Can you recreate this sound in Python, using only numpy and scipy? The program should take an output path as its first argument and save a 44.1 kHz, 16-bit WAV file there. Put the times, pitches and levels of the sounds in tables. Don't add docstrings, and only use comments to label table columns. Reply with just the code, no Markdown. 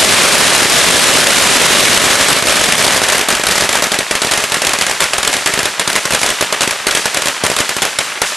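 import sys
import numpy as np
from scipy import signal
from scipy.fft import rfft, irfft, next_fast_len
from scipy.io import wavfile
from scipy.ndimage import uniform_filter1d

SR = 44100
rng = np.random.default_rng(int(sys.argv[2]) if len(sys.argv) > 2 else 0)


def unload_audio(sound):
    columns = np.transpose(np.atleast_2d(sound))
    steps = np.round(np.clip(columns, -1, 1) * 32767)
    wavfile.write(sys.argv[1], SR, steps.astype(np.int16))


N = 368676

# f/Hz, side re mid/dB
FAR_WIDTH = [(100, -26), (400, -40), (1000, -60), (2500, -60), (4500, -22), (7000, -11), (11000, -6)]


def from_db(db):
    return 10 ** (np.asarray(db) / 20)


def rms_one(x):
    return x / np.sqrt(np.mean(x ** 2) + 1e-20)


def in_time(rows):
    t_s, *columns = np.transpose(rows)
    return [np.interp(np.arange(N) / SR, t_s, column) for column in columns]


def at_hz(points, f_hz):
    table_hz, value = np.transpose(points)
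    return np.interp(np.log(f_hz + 1), np.log(table_hz), value)


def noise(spectrum, width, side_db):
    size = next_fast_len(N)
    f_hz = np.fft.rfftfreq(size, 1 / SR)
    mid, side = rfft(rng.standard_normal((2, size))) * from_db(at_hz(spectrum, f_hz))
    side = side * from_db(at_hz(width, f_hz) + side_db)
    left_right = irfft([mid + side, mid - side], size)[:, :N]
    return rms_one(left_right)


def flicker(per_s, depth_db):
    steps = np.arange(N) / SR * per_s
    values = rng.standard_normal(N // 8)
    return rms_one(from_db(depth_db * np.interp(steps, np.arange(N // 8), values)))


def delayed(x, delay_s):
    return np.interp(np.arange(N) - delay_s * SR, np.arange(N), x, left=0)


def fade(energy, t60_s):
    return signal.lfilter([1], [1, -10 ** (-6 / (t60_s * SR))], energy + 1e-18)


def impulses(t_s, energy):
    return np.bincount(np.clip(t_s * SR, 0, N - 1).astype(int), energy, N)


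def fuse():
    # t/s, rate/(bangs per s), level/dB (relative)
    burn = [(0, 133, -11.5), (1.9, 120.3, -9.5), (2.3, 91, -10), (2.85, 72, -10), (3.25, 37.6, -13),
            (3.75, 25, -13), (4.1, 7.9, -21.5), (8.36, 3.8, -32)]
    lulls = [(0.52, 0.02, 8), (0.668, 0.083, 7), (1.257, .02, 10), (2.084, 0.027, 10.5), (2.171, .025, 16),
             (2.434, 0.062, 12), (3.008, 0.029, 8), (3.254, 0.032, 19), (3.404, 0.065, 8),
             (3.673, 0.027, 10)]
    per_s, level_db = in_time(burn)
    t_s = np.arange(N) / SR
    for middle_s, length_s, depth_db in lulls:
        level_db = level_db - depth_db * np.exp(-(2 * (t_s - middle_s) / length_s) ** 2)
    return per_s, level_db


def fuse_bangs(level_db, spread_db, thump_db, scatter_db):
    per_s, fuse_db = fuse()
    chance = rng.standard_normal((2000, 3))
    due = np.cumsum(rng.gamma(2, .5, len(chance)))
    burnt = np.cumsum(per_s) / SR
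    at = np.searchsorted(burnt, due[due < burnt[-1]])
    spread = spread_db * chance[:len(at)]
    db = fuse_db[at, None] + level_db + spread + [0, thump_db, scatter_db]
    return np.column_stack([at / SR, db])


def single_bangs():
    # t/s, crack level/dB, thump level/dB (both relative)
    bangs = [(0.2137, -8, -17), (0.353, -2, -22), (0.55, 1, -21), (0.6304, -2, -16), (0.6564, -10, -8),
             (0.9112, -13, -15), (0.993, -4, -16), (1.0397, -7, -18), (1.202, -6, -15), (1.2693, 4, -16),
             (1.306, -6, -22), (1.9747, 8, -15), (2.0386, -11, -10), (2.21, -1, -11), (2.234, -15, -30),
             (2.3288, -11, -11), (2.4243, -7.5, -10), (2.4699, -6, -6), (2.5065, -9, -17),
             (2.646, -15, -23), (2.7226, 7, -22), (2.7326, -3, -22), (2.7815, -13, -12), (2.8437, -11, -14),
             (2.8651, -8, -5), (2.8783, -2, -20), (2.9272, -13, -26), (2.9624, -13, -8), (3.0173, -8, -5),
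             (3.0867, -6, -17), (3.0996, -7, -27), (3.1232, -8, -15), (3.18, -8, -14), (3.1934, -9, -13),
             (3.2108, -8.5, -18), (3.2858, -3, -7), (3.303, -5, -24), (3.3253, -8, -13), (3.351, -8, -16),
             (3.397, -11.5, -9), (3.4362, -7.5, -17), (3.468, 7, -22), (3.486, -1, -15), (3.5105, -5, -14),
             (3.522, -8, -16), (3.555, -8, -19), (3.5797, -5, -15), (3.6086, -8.5, -26), (3.6453, -11, -16),
             (3.6531, -20, -14), (3.691, -4, -17), (3.7282, -7, -36), (3.7537, -6, -12),
             (3.8228, -4.5, -25), (3.8401, -4, -28), (3.8684, -14, -15), (3.9184, -5, -13),
             (3.928, -14, -19), (3.9427, -8.5, -25), (3.9883, -4.5, -8), (4.1107, -4.5, -10),
             (4.1526, -5.5, -14), (4.2182, -4, -15), (4.247, -9, -8), (4.2703, -9, -16), (4.3118, -7, -16),
             (4.3186, -5, -20), (4.3362, -5, -17), (4.3756, -4.5, -18), (4.4028, -10, -20),
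             (4.4388, -7, -18), (4.52, -6.5, -20), (4.5426, -4.5, -18), (4.5685, -11, -11),
             (4.6187, -5.5, -23), (4.6486, -6.5, -18), (4.6685, -3, -16), (4.6929, -8, -20),
             (4.7344, -5, -16), (4.7873, -8.5, -12), (4.8114, -3, -19), (4.8215, -7, -20),
             (4.866, -7.5, -28), (4.8961, -8, -47), (4.912, -8.5, -26), (5.004, -1, -21),
             (5.0138, -11, -32), (5.0219, -7, -46), (5.032, -11, -25), (5.0405, -8, -38), (5.1339, -4, -24),
             (5.1545, -24, -26), (5.1819, -5, -20), (5.23, -7, -25), (5.2494, -8.5, -35),
             (5.2754, 2.5, -16), (5.329, -7.5, -26), (5.3385, -6, -25), (5.367, -9.5, -16),
             (5.46, -1.5, -13), (5.473, -4, -29), (5.5375, -6.5, -25), (5.576, -11, -11), (5.591, -5, -9),
             (5.6308, -10, -11), (5.655, -4.5, -15), (5.7958, -3, -38), (5.8758, -4, -12),
             (5.9002, -8.5, -17), (5.9298, -9.5, -24), (5.9545, -8, -12), (5.9612, -1, -12),
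             (6.0541, -7.5, -11), (6.107, -7.5, -7.5), (6.1227, -8.5, -25), (6.1349, -7, -8),
             (6.148, 2, -18), (6.2154, -8, -17), (6.2316, -2, -12), (6.262, -6.5, -20), (6.2898, -9, -36),
             (6.3028, -7.5, -37), (6.4099, -4, -6), (6.4251, -7.5, -9), (6.5253, -4.5, -16),
             (6.6078, -5.5, -22), (6.618, -5, -19), (6.6317, -6, -22), (6.6757, -7.5, -9),
             (6.7092, -7.5, -24), (6.8685, 0, -6), (6.8846, -11, -26), (6.9103, -6.5, -21), (6.95, -1, -8),
             (6.9725, -5.5, -18), (7.0564, -6, -18), (7.145, -7.5, -28), (7.1708, -5, -15),
             (7.2204, -8, -44), (7.2576, -8, -9), (7.271, -8.5, -19), (7.2833, -7.5, -28),
             (7.4377, -3.5, -2), (7.4504, -9, -20), (7.4646, -6.5, -35), (7.5002, -9, -13),
             (7.516, -9.5, -16), (7.565, -7, -18), (7.5872, -7, -22), (7.603, -5, -8), (7.6921, -7.5, -16),
             (7.7660, -8.5, -8), (7.8199, -5, -7), (7.8272, -9, -22), (7.852, -9, -22), (7.9873, -1.5, -19),
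             (8.2175, 2.5, -5)]
    t_s, crack_db, thump_db = np.transpose(bangs)
    scatter_db = -8 + 0.73 * crack_db
    return np.column_stack([t_s, crack_db, thump_db, scatter_db])


def cracks(t_s, db, spectrum, length_at_minus_6_db_s, log_length_per_db, front_db, front_s, drive,
           bounce_share, side_db):
    # f/Hz, side re mid/dB
    near_width = [(100, -7.5), (250, -6.5), (600, -25), (1200, -49.5), (2500, -34.5), (5000, -24.5),
                  (10000, -20)]
    age_s = np.arange(SR // 60) / SR
    out = np.zeros((2, N + len(age_s)))
    hiss = np.pad(noise(spectrum, near_width, side_db), ((0, 0), (0, len(age_s))), "wrap")
    front = 1 + from_db(front_db) * np.exp(-age_s / front_s)
    lags = rng.integers(5, 45, 3000)
    for start, level_db, lag in zip((t_s * SR).astype(int), db, lags):
        span = slice(start, start + len(age_s))
        burst = hiss[:, span]
        bounced = burst + bounce_share * np.roll(burst, lag, axis=1)
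        burst = rms_one(np.tanh(drive * bounced))
        length_s = length_at_minus_6_db_s * np.exp(log_length_per_db * (level_db + 6))
        hold = 1 / np.sqrt(1 + (age_s / min(length_s, .0048)) ** 8)
        out[:, span] += from_db(level_db) * burst * front * hold
    return out[:, :N]


def thumps(t_s, db, mean_push_s, mean_bounce_s, mean_bounce_share, side_db, low_hz, high_hz, left_re_right_db):
    age_s = np.arange(SR // 50) / SR
    out = np.zeros((2, N + len(age_s)))

    def blast(after_s, push_s):
        phase = np.maximum(age_s - after_s, 0) / push_s
        return (age_s >= after_s) * (1 - phase) * np.exp(-phase)

    chance = rng.uniform(.6, 1.4, (3000, 4))
    for start, level, (size, late, across, gain) in zip((t_s * SR).astype(int), from_db(db), chance):
        push_s = mean_push_s * size
        bounce = mean_bounce_share * gain * blast(mean_bounce_s * late, push_s)
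        mid = blast(0, push_s) + bounce
        side = from_db(side_db) * np.sign(gain - 1) * blast(mean_bounce_s * across, push_s)
        out[:, start:start + len(age_s)] += level * np.array([mid - side, mid + side])
    band = signal.butter(2, [low_hz, high_hz], "band", fs=SR, output="sos")
    return signal.sosfilt(band, out[:, :N]) * from_db([[left_re_right_db / 2], [-left_re_right_db / 2]])


def scatter(t_s, db, t60_s, echo_s, echo_energy_share, echo_t60_s, echo_smear_s):
    # f/Hz, density/dB (relative)
    spray_spectrum = [(40, -6), (110, -11.5), (200, -2), (400, -7.5), (600, -2.5), (900, -2.5), (1600, 1),
                      (2800, -2), (5000, -6.5), (8000, -6.5), (12000, -13)]
    # f/Hz, density/dB (relative)
    echo_spectrum = [(50, -28), (250, -6), (600, -5), (1100, -2.5), (1800, 1.5), (2800, -2), (4500, -12),
                     (12000, -18)]
    energy = impulses(t_s, from_db(db) ** 2)
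    spray = np.sqrt(fade(energy, t60_s)) * noise(spray_spectrum, FAR_WIDTH, side_db=-23.0)
    late_energy = delayed(fade(energy, echo_t60_s), echo_s)
    smeared = np.abs(uniform_filter1d(late_energy, int(echo_smear_s * SR) + 1))
    echo = np.sqrt(echo_energy_share * smeared) * noise(echo_spectrum, FAR_WIDTH, side_db=-9.0)
    return (spray + echo) * flicker(per_s=490, depth_db=2.0)


def roll(t_s, db, t60_s, treble_t60_s, delay_s, steady_share):
    # f/Hz, density/dB (relative)
    roll_spectrum = [(30, -53), (120, -12.5), (200, -9.5), (400, -9), (600, -7.5), (900, 0.5), (1800, 1.5),
                     (2800, 0.5), (5000, -4), (8000, -6), (12000, -14)]
    energy = delayed(impulses(t_s, from_db(db) ** 2), delay_s)
    settled_db, extra_db, settle_s = -19.5, 5.5, 2.44
    roll_db = settled_db + extra_db * np.exp(-np.arange(N) / SR / settle_s)
    air = noise(roll_spectrum, FAR_WIDTH, side_db=2.0) * from_db(roll_db)
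    body = signal.sosfiltfilt(signal.butter(2, 3500, fs=SR, output="sos"), air)
    treble = air - body

    def swell(decay_s):
        tail = fade(energy, decay_s)
        return np.sqrt(steady_share + tail / uniform_filter1d(tail, SR))

    return body * swell(t60_s) * flicker(per_s=250, depth_db=3.0) + treble * swell(treble_t60_s)


def roar(crowding=1.58):
    # f/Hz, density/dB (relative)
    roar_spectrum = [(30, -33), (70, -14), (130, -5.5), (250, 0.5), (450, -6), (900, -4), (1800, -1),
                     (3600, 0.5), (5000, -3.5), (9000, -5), (12000, -11.5)]
    # f/Hz, side re mid/dB
    roar_width = [(40, -14), (130, 2), (300, 0.5), (650, 0), (1200, -1.5), (2200, -9), (4000, -4),
                  (7000, -9.5), (11000, -2)]
    per_s, fuse_db = fuse()
    merged = (per_s / per_s.max()) ** crowding
    return from_db(fuse_db) * merged * noise(roar_spectrum, roar_width, side_db=-2.5)


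def scene():
    # f/Hz, density/dB (relative)
    crack_spectrum = [(150, -13), (300, -8), (500, -5.5), (900, 1.5), (1700, 1), (2600, 2), (3800, 1),
                      (5000, -3.5), (8000, -2), (10500, -4), (13000, -22.5)]
    snap_spectrum = [(300, -9), (1000, 3.5), (3000, -5), (5000, 2.5), (8000, -3.5), (10500, -9.5),
                     (13000, 0.5)]
    mass = fuse_bangs(level_db=2.0, spread_db=3.0, thump_db=-7.0, scatter_db=-5)
    t_s, crack_db, thump_db, scatter_db = np.vstack([single_bangs(), mass]).T
    crack = cracks(t_s, crack_db, crack_spectrum, length_at_minus_6_db_s=0.0059, log_length_per_db=0.3,
                   front_db=5.0, front_s=0.00041, drive=0.1, bounce_share=0.49, side_db=2.0)
    snap = cracks(t_s, crack_db, snap_spectrum, length_at_minus_6_db_s=0.0032, log_length_per_db=-0.3,
                  front_db=6.5, front_s=0.00077, drive=.2, bounce_share=0.3, side_db=16.5)
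    thump = thumps(t_s, thump_db, mean_push_s=0.00063, mean_bounce_s=0.00078, mean_bounce_share=0.31,
                   side_db=-14.5, low_hz=70.5, high_hz=900, left_re_right_db=-3.0)
    near = scatter(t_s, scatter_db, t60_s=0.16, echo_s=.018, echo_energy_share=0.83,
                   echo_t60_s=0.061, echo_smear_s=0.0094)
    far = roll(t_s, crack_db, t60_s=11.0, treble_t60_s=1.1, delay_s=0.04, steady_share=0.15)
    direct = from_db(-4.0) * crack + from_db(-6.5) * snap + from_db(8.0) * thump
    return direct + from_db(-1.5) * near + from_db(-1.8) * far + from_db(1.0) * roar()


def limiter(x, threshold_db, attack_s, release_db_per_s):
    keep = np.exp(-1 / (attack_s * SR))
    power = signal.lfilter([1 - keep], [1, -keep], np.mean(x ** 2, axis=0))
    excess_db = np.maximum(10 * np.log10(power + 1e-9) - threshold_db, 0)
    ramp_db = release_db_per_s * np.arange(N) / SR
    return x * from_db(ramp_db - np.maximum.accumulate(excess_db + ramp_db))


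def record(dry):
    # f/Hz, width/Hz, gain/dB
    housing = [(403, 68, 5), (587, 135, 6), (1690, 62, 1.5)]
    for f_hz, width_hz, gain_db in housing:
        peak = signal.iirpeak(f_hz, f_hz / width_hz, fs=SR)
        dry = dry + (from_db(gain_db) - 1) * signal.lfilter(*peak, dry)
    dry = signal.sosfilt(signal.butter(2, 38, "high", fs=SR, output="sos"), dry)
    loud = limiter(dry, threshold_db=-7.5, attack_s=.011, release_db_per_s=138)
    flattened = loud / (1 + (loud / .85) ** 4) ** .25
    return signal.sosfiltfilt(signal.ellip(8, .1, 45, 12000, fs=SR, output="sos"), flattened)


dry = scene()
out = record(dry)
unload_audio(out)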